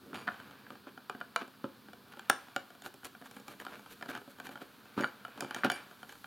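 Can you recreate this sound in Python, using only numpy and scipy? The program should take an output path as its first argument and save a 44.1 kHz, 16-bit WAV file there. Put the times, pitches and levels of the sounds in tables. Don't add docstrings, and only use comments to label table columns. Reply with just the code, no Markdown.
import sys
import numpy as np
from scipy import signal
from scipy.fft import rfft, irfft, next_fast_len
from scipy.io import wavfile

SR = 44100
rng = np.random.default_rng(int(sys.argv[2]) if len(sys.argv) > 2 else 0)


def output_pcm(signal):
    pcm = np.clip(np.atleast_2d(signal).T, -1, 1) * 32767
    wavfile.write(sys.argv[1], SR, np.round(pcm).astype(np.int16))


N = 276066
TIME = np.arange(N) / SR
AGE = TIME[:SR // 3]

# pitch_hz, level_db
HUSH_COLOUR = [(15, -57), (25, -56), (59, -19), (229, -1), (624, -18.5), (714, -13), (887, -7.5),
               (1560, -6), (2110, -23.5), (3250, -11.5), (4490, -10.5), (5730, -21), (7310, -25),
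               (14400, -16.5), (16000, -22)]
# delay_s, level_db
ECHOES = [(0.009, -25), (0.0148, -20), (0.0168, -22), (0.0305, -23), (0.0362, -25)]
# pitch_hz, fade_s, level_db
ROOM_DECAY = [(121, 0.11, -21), (302, 0.2, -5), (684, 0.3, -9), (1495, 0.31, -13), (3540, 0.27, -11.5),
              (7040, 0.33, -13.5), (14000, 0.092, -37)]
# pitch_hz, level_db, fade_s
STANDING_WAVES = [(267, 1, 0.28), (347, -2, 0.24), (492, -2, 0.22), (607, -7, 0.2), (679, -6, 0.22),
                  (926, -7, 0.22), (1197, -9, 0.2), (1390, -9, 0.2), (1675, -6, 0.22)]

# pitch_hz, level_db
RUMBLE_COLOUR = [(50, -47), (85, -5.5), (150, -2.5), (220, 3.5), (270, -2), (330, -7), (450, -5.5),
                 (700, -33)]
PLASTIC_COLOUR = [(250, -32), (500, -4), (750, -2.5), (1000, -1), (1250, 1), (1550, 2), (1750, -2),
                  (2050, -9), (2380, -3), (2700, -7.5), (3050, -8), (4600, -17), (6000, -25.5),
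                  (16000, -100)]
HISS_COLOUR = [(2500, 10), (4000, 11.5), (5200, 1.5), (6000, 4.5), (6900, 5.5), (8000, 3), (10000, 5),
               (13000, 8.5), (16000, -7)]
DRAG_COLOUR = [(50, -42), (100, -24), (160, -11), (225, 0), (270, 2), (340, -1), (450, -4), (700, -15),
               (1200, -35)]
# time_s, bench_db, plastic_db, skin_db
FINGER_LEVELS = [(0.0, -61, -66, -72), (0.16, -51.5, -65, -74), (0.3, -55.5, -51.5, -65),
                 (0.87, -62.5, -63.5, -78), (1.32, -62, -60.5, -76), (1.43, -63.5, -62, -72),
                 (2.02, -58, -63, -74), (2.35, -64, -54.5, -65), (2.91, -65, -66, -70.5),
                 (3.63, -58, -62.5, -64.5), (3.9, -60.5, -60.5, -63), (4.27, -61.5, -62.5, -66),
                 (5.33, -60.5, -56.5, -67.5), (5.6, -61, -50, -64), (5.82, -63.5, -55.5, -64.5),
                 (6.26, -61.5, -68.5, -61)]
# middle_s, half_length_s, creak_db, bit_hiss_db
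TWISTS = [(2.125, 0.0065, -56, -59), (2.86, 0.028, -52, -52.5), (3.057, 0.019, -53.5, -50),
          (3.26, 0.02, -57, -59.5), (3.36, 0.064, -63, -64.5), (3.506, 0.046, -54, -59),
          (3.612, 0.021, -50.5, -57), (3.73, 0.055, -52, -65), (3.921, 0.027, -57, -55.5),
          (4.101, 0.02, -42.5, -51), (4.151, 0.042, -47, -63), (4.308, 0.018, -65, -60),
          (4.46, 0.024, -52, -55), (4.524, 0.019, -52, -58), (4.622, 0.017, -50, -62),
          (6.11, 0.038, -63.5, -61)]
# middle_s, half_length_s, bench_db, plastic_db
SCRAPES = [(0.085, 0.072, -57, -65), (0.152, 0.016, -52, -41.5), (0.195, 0.041, -74, -49.5),
           (0.276, 0.006, -63, -40.5), (0.726, 0.016, -53, -66), (0.882, 0.02, -57.5, -56),
           (1.416, 0.021, -52, -44), (4.997, 0.034, -44, -42.5), (5.41, 0.059, -52, -55.5),
           (5.573, 0.028, -53, -47.5), (5.654, 0.022, -39, -35), (5.765, 0.085, -62, -51)]

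# pitch_hz, level_db, fade_s
BENCH_TONES = [(144.5, -9, 0.058), (220, -6.5, 0.054), (264, 1.5, 0.029), (351, -8, 0.047),
               (424.5, -7, 0.042), (530.6, -10, 0.092)]
CUP_TONES = [(586, -5, 0.035), (737, 4.5, 0.051), (837, 0, 0.047), (940, -4, 0.017), (1025, -6, 0.045)]
HOUSING_TONES = [(1210, -7, 0.018), (1400, -3, 0.022), (1465, 0, 0.016), (1620, -7, 0.016)]
SCREW_TONES = [(2355, -6, 0.024), (2620, -3, 0.008), (3040, 0, 0.014), (3250, -4, 0.01), (3600, -4, 0.011),
               (4050, -4, 0.008), (4620, -6, 0.011)]
BIT_TONES = [(5340, -2, 0.01), (6000, -6, 0.005), (6820, -1, 0.012), (7600, -4, 0.006), (8950, -1, 0.005),
             (9800, 1, 0.004), (10800, 0, 0.004), (11900, -2, 0.004), (13500, -9, 0.003)]
PIN_TONES = [(2352, 1, 0.28), (2900, -4, 0.17), (3060, -3, 0.17), (4580, -7, 0.14), (4662, -2, 0.22),
             (4740, -8, 0.12), (5507, -8, 0.15), (6780, -4, 0.15), (6970, -6, 0.11), (8570, -6, 0.18),
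             (8700, -6, 0.13), (11000, -3, 0.16), (12910, -10, 0.14), (13860, -10, 0.12)]
# start_s, level_db
JINGLES = [(0.144, -55), (0.191, -60), (4.976, -62), (5.009, -52), (5.407, -56), (5.546, -52.5), (5.7, -43),
           (5.719, -56), (5.761, -70), (5.816, -66)]
# start_s, housing_db, bench_db, bit_db, pitch_hz
KNOCKS = [(0.131, -45, -47, -85, 1400), (0.144, -46, -65, -62, 1230), (0.278, -31.5, -43.5, -71, 1524),
          (0.286, -31.5, -50, -86, 1455), (0.342, -47.5, -65, -75, 1540), (0.4, -49, -59, -70, 1480),
          (0.666, -51, -70, -84, 1630), (0.704, -45.5, -52, -68, 1270), (0.87, -51, -47, -92, 1300),
          (0.976, -47.5, -53, -73, 1410), (1.097, -37, -47, -56.5, 1224), (1.149, -49, -46.5, -80, 1550),
          (1.212, -37.5, -52, -70.5, 1424), (1.361, -27.5, -50, -42, 1325), (1.415, -54, -47, -72, 1390),
          (1.6418, -41, -34, -74, 1300), (1.885, -54.5, -55, -78, 1540), (2.171, -55, -52, -71, 1350),
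          (2.194, -46.5, -62, -58, 1430), (2.2968, -48, -37.5, -39, 1400), (2.299, -21, -43, -28, 1354),
          (2.5626, -31.5, -39.5, -46, 1450), (2.821, -57, -62, -58, 1570), (2.861, -44, -50.5, -57, 1450),
          (2.941, -64, -54.5, -63, 1400), (3.032, -53, -60, -79, 1460), (3.047, -52, -75, -50, 1380),
          (3.053, -52.5, -55, -51, 1350), (3.15, -51, -63, -73, 1480), (3.222, -54, -54, -79, 1560),
          (3.312, -58.5, -63, -60, 1510), (3.366, -53.5, -50.5, -66, 1560), (3.399, -70, -55, -62, 1450),
          (3.481, -47.5, -52, -55.5, 1230), (3.6, -47, -77, -56.5, 1680), (3.65, -49, -64, -59.5, 1250),
          (3.666, -40.5, -52, -67, 1340), (3.861, -52.5, -57, -68, 1270), (4.011, -51, -57, -69, 1390),
          (4.025, -41, -49, -59, 1690), (4.059, -50, -51, -70, 1390), (4.09, -44, -45, -66, 1550),
          (4.151, -41.5, -52, -58, 1470), (4.176, -51.5, -49.5, -64, 1270), (4.277, -59, -50, -77, 1230),
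          (4.4, -44.5, -53, -60, 1510), (4.469, -47.5, -56, -60, 1560), (4.491, -50, -48, -62, 1400),
          (4.556, -45.5, -52, -70, 1420), (4.617, -53, -45.5, -70, 1380), (4.977, -39.5, -31, -74, 1230),
          (4.987, -42, -39, -72, 1290), (4.998, -39, -34, -75, 1270), (5.009, -44, -51, -52.5, 1380),
          (5.024, -42, -38.5, -67, 1760), (5.036, -33, -41.5, -71, 1553), (5.043, -27.5, -48, -60, 1444),
          (5.25, -39.5, -61, -64, 1386), (5.376, -51, -52, -66, 1340), (5.407, -41.5, -57, -43, 1470),
          (5.423, -43.5, -39, -62, 1240), (5.446, -45, -44, -63, 1370), (5.509, -39, -49.5, -55.5, 1450),
          (5.546, -40.5, -55, -46, 1790), (5.563, -41, -46.5, -64, 1440), (5.635, -28.5, -51, -79, 1500),
          (5.647, -29.5, -28.5, -46.5, 1420), (5.668, -36, -38, -72, 1360), (5.7, -29, -45, -44.5, 1446),
          (5.718, -39, -48, -47, 1590), (5.76, -46, -61, -67, 1490), (6.03, -46.5, -55, -66, 1380),
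          (6.093, -51, -72, -61, 1600), (6.124, -52.5, -61, -63, 1460), (6.243, -45, -59, -65, 1430)]

HOUSING_HZ = 1424
ATTACK_S = 0.008


def from_db(db):
    return 10 ** (np.asarray(db) / 20)


def rms_one(x):
    return x / np.sqrt(np.mean(x ** 2) + 1e-20)


def band(x, low_hz, high_hz, order=2):
    sos = signal.butter(order, [low_hz, min(high_hz, .45 * SR)], "band", fs=SR, output="sos")
    return signal.sosfilt(sos, x + 1e-18)


def coloured(x, colour):
    hz, db = np.transpose(colour)
    size = next_fast_len(N)
    bins_hz = np.maximum(np.arange(size // 2 + 1) * SR / size, 1)
    gains = from_db(np.interp(np.log(bins_hz), np.log(hz), db))
    return rms_one(irfft(rfft(x, size) * gains, size)[:N])


def add(track, start_s, sound):
    start = max(int(round(start_s * SR)), 0)
    track[start:start + len(sound)] += sound[:max(N - start, 0)]


def hush():
    return coloured(rng.standard_normal(N), HUSH_COLOUR)


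def room_tail():
    hz, fade_s, db = np.transpose(ROOM_DECAY)
    tail, edges_hz = 0, 70 * 2. ** np.arange(9)
    onset = np.clip((AGE - 0.004) / 0.001, 0, 1)
    for low, high in zip(edges_hz, edges_hz[1:]):
        log_centre = np.log(low * high) / 2
        fade = from_db(-60 * AGE / np.interp(log_centre, np.log(hz), fade_s)) * onset
        noise = band(rng.standard_normal(len(AGE)), low, high)
        tail += from_db(np.interp(log_centre, np.log(hz), db)) * noise * fade / np.linalg.norm(fade)
    return tail


def room():
    response = room_tail()
    for delay_s, db in ECHOES:
        add(response, delay_s, from_db(db) * np.hanning(5)[1:-1] / 2)
    for hz, db, fade_s in STANDING_WAVES:
        fade = from_db(-60 * AGE / fade_s)
        response += from_db(db) * 2 * fade / fade.sum() * np.cos(2 * np.pi * hz * AGE)
    return response


def slips(per_s, spread_db):
    sizes = from_db(spread_db * np.minimum(rng.exponential(1, N), 4)) * rng.choice([-1, 1], N)
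    return sizes * (rng.random(N) < per_s / SR)


def fingers():
    time_s, *columns = np.transpose(FINGER_LEVELS)
    bench_db, plastic_db, skin_db = [np.interp(TIME, time_s, column) for column in columns]
    rumble = from_db(bench_db - 3) * coloured(slips(per_s=600, spread_db=2.5), RUMBLE_COLOUR)
    rub = from_db(plastic_db - 3.5) * coloured(slips(per_s=2500, spread_db=3), PLASTIC_COLOUR)
    hiss = from_db(skin_db - 3) * coloured(slips(per_s=6000, spread_db=3.5), HISS_COLOUR)
    return rumble + rub + hiss


def swells(strokes):
    gains = np.zeros((2, N))
    for middle_s, half_length_s, *levels_db in strokes:
        arch = np.maximum(1 - ((TIME - middle_s) / half_length_s) ** 2, 0)
        gains += np.outer(from_db(levels_db), arch)
    return gains


def scrapes():
    creak, bit_hiss = swells(TWISTS)
    drag, rub = swells(SCRAPES)
    plastic = (creak + rub) * coloured(slips(per_s=1000, spread_db=3.5), PLASTIC_COLOUR)
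    bench = (drag + from_db(-5.5) * creak) * coloured(slips(per_s=6600, spread_db=1), DRAG_COLOUR)
    hiss = (bit_hiss + from_db(-22) * rub) * coloured(slips(per_s=2200, spread_db=1.5), HISS_COLOUR)
    return bench + plastic + hiss


def struck(tones, times_s, levels_db, scatter, vary_db, rise_s, grit, tuning=1.0, in_step=False):
    hz, db, fade_s = np.transpose(tones)
    track = np.zeros(N)
    attack = int(ATTACK_S * SR)
    age = AGE[:attack + int(fade_s.max() * SR)]
    fades = from_db(db[:, None] - 60 * age / fade_s[:, None]) * (1 - np.exp(-age / rise_s))
    for start_s, level_db, ratio in zip(times_s, levels_db, np.broadcast_to(tuning, len(times_s))):
        strengths = from_db(vary_db * rng.standard_normal(len(hz)))
        if not in_step:
            strengths *= rng.choice([-1, 1], len(hz))
        shifted_hz = hz * ratio * (1 + scatter * rng.standard_normal(len(hz)))
        ring = strengths @ (fades * np.sin(2 * np.pi * np.outer(shifted_hz, age)))
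        contact = grit * rng.standard_normal(attack) * np.exp(-AGE[:attack] / 0.0015)
        contact /= np.sqrt(attack / 8)
        contact[0] = 1
        blow = signal.fftconvolve(ring, contact)
        add(track, start_s, from_db(level_db) * blow / np.std(blow[:attack]))
    return track


def loose_pin(shortest_gap_s=0.006, extra_gap_s=0.016, bounce_loss_db=3):
    start_s, jolt_db = np.transpose(JINGLES)
    bounce = np.arange(5)
    gaps_s = (shortest_gap_s + extra_gap_s * rng.random((len(start_s), len(bounce)))) * (bounce > 0)
    times_s = (start_s[:, None] + np.cumsum(gaps_s, axis=1)).ravel()
    levels_db = (jolt_db[:, None] - 2 - bounce_loss_db * bounce).ravel()
    return struck(PIN_TONES, times_s, levels_db, scatter=0.014, vary_db=3, rise_s=0.0003, grit=0.15)


def faint_ticks(per_s=4, spread_db=2.5):
    count = int(per_s * N / SR)
    start_s = (np.arange(count) + rng.random(count)) / per_s
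    levels_db = np.array([-56, -60, -71]) + spread_db * rng.standard_normal((count, 3))
    return np.column_stack([start_s, levels_db, np.full(count, HOUSING_HZ)])


def cracks(times_s, levels_db):
    track = np.zeros(N)
    age = AGE[:int(ATTACK_S * SR)]
    for start_s, db in zip(times_s, levels_db):
        spike = -from_db(19) * np.exp(-age / 0.00008)
        burst = from_db(14) * rng.standard_normal(len(age)) * np.exp(-age / 0.00049)
        add(track, start_s, from_db(db) * (spike + burst))
    return band(track, 110, 15000, order=1)


def knocks():
    start_s, housing_db, bench_db, bit_db, pitch_hz = np.vstack([KNOCKS, faint_ticks()]).T
    parts_db = [housing_db, bench_db, bit_db]
    cup_db = np.average(parts_db, axis=0, weights=(0.45, 0.41, 0.19)) + 1
    screw_db = np.average(parts_db, axis=0, weights=(0.59, 0.021, 0.38)) - 1
    screw_db = np.minimum(screw_db, -32.5)
    bench = struck(BENCH_TONES, start_s - 0.00012, bench_db,
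                   scatter=0.036, vary_db=4, rise_s=0.00074, grit=0.27)
    cup = struck(CUP_TONES, start_s, cup_db, scatter=0.055, vary_db=5, rise_s=0.00051, grit=0.057)
    housing = struck(HOUSING_TONES, start_s, housing_db, scatter=0.02, vary_db=3, rise_s=0.0008,
                     grit=0.2, tuning=pitch_hz / HOUSING_HZ, in_step=True)
    screw = struck(SCREW_TONES, start_s, screw_db, scatter=0.022, vary_db=1, rise_s=0.0011, grit=0.51)
    bit = struck(BIT_TONES, start_s, bit_db - 0.5, scatter=0.025, vary_db=3.5, rise_s=0.0001, grit=1)
    wood = band(bench, 145, 750)
    plastic = band(cup, 370, 1630) + band(housing, 760, 2380)
    steel = band(screw, 1600, 5400) + band(bit, 3500, 20000)
    return wood + plastic + steel + cracks(start_s, bit_db)


def scene():
    work = knocks() + loose_pin() + scrapes() + fingers()
    mid = work + from_db(-63.5) * hush() + signal.fftconvolve(work, room())[:N]
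    side = from_db(-9) * signal.fftconvolve(work, room_tail())[:N]
    side += from_db(-70) * band(hush(), 46, 800)
    side -= from_db(-24) * band(mid, 240, 610, order=1)
    side += from_db(-82.5) * rms_one(band(rng.standard_normal(N), 34, 110, order=1))
    return np.array([mid + side, mid - side]) * from_db([[-0.06], [0.06]])


def record(dry):
    cutoff_hz = 16200
    return signal.sosfilt(signal.ellip(12, .1, 80, cutoff_hz, fs=SR, output="sos"), dry)


dry = scene()
out = record(dry)
output_pcm(out)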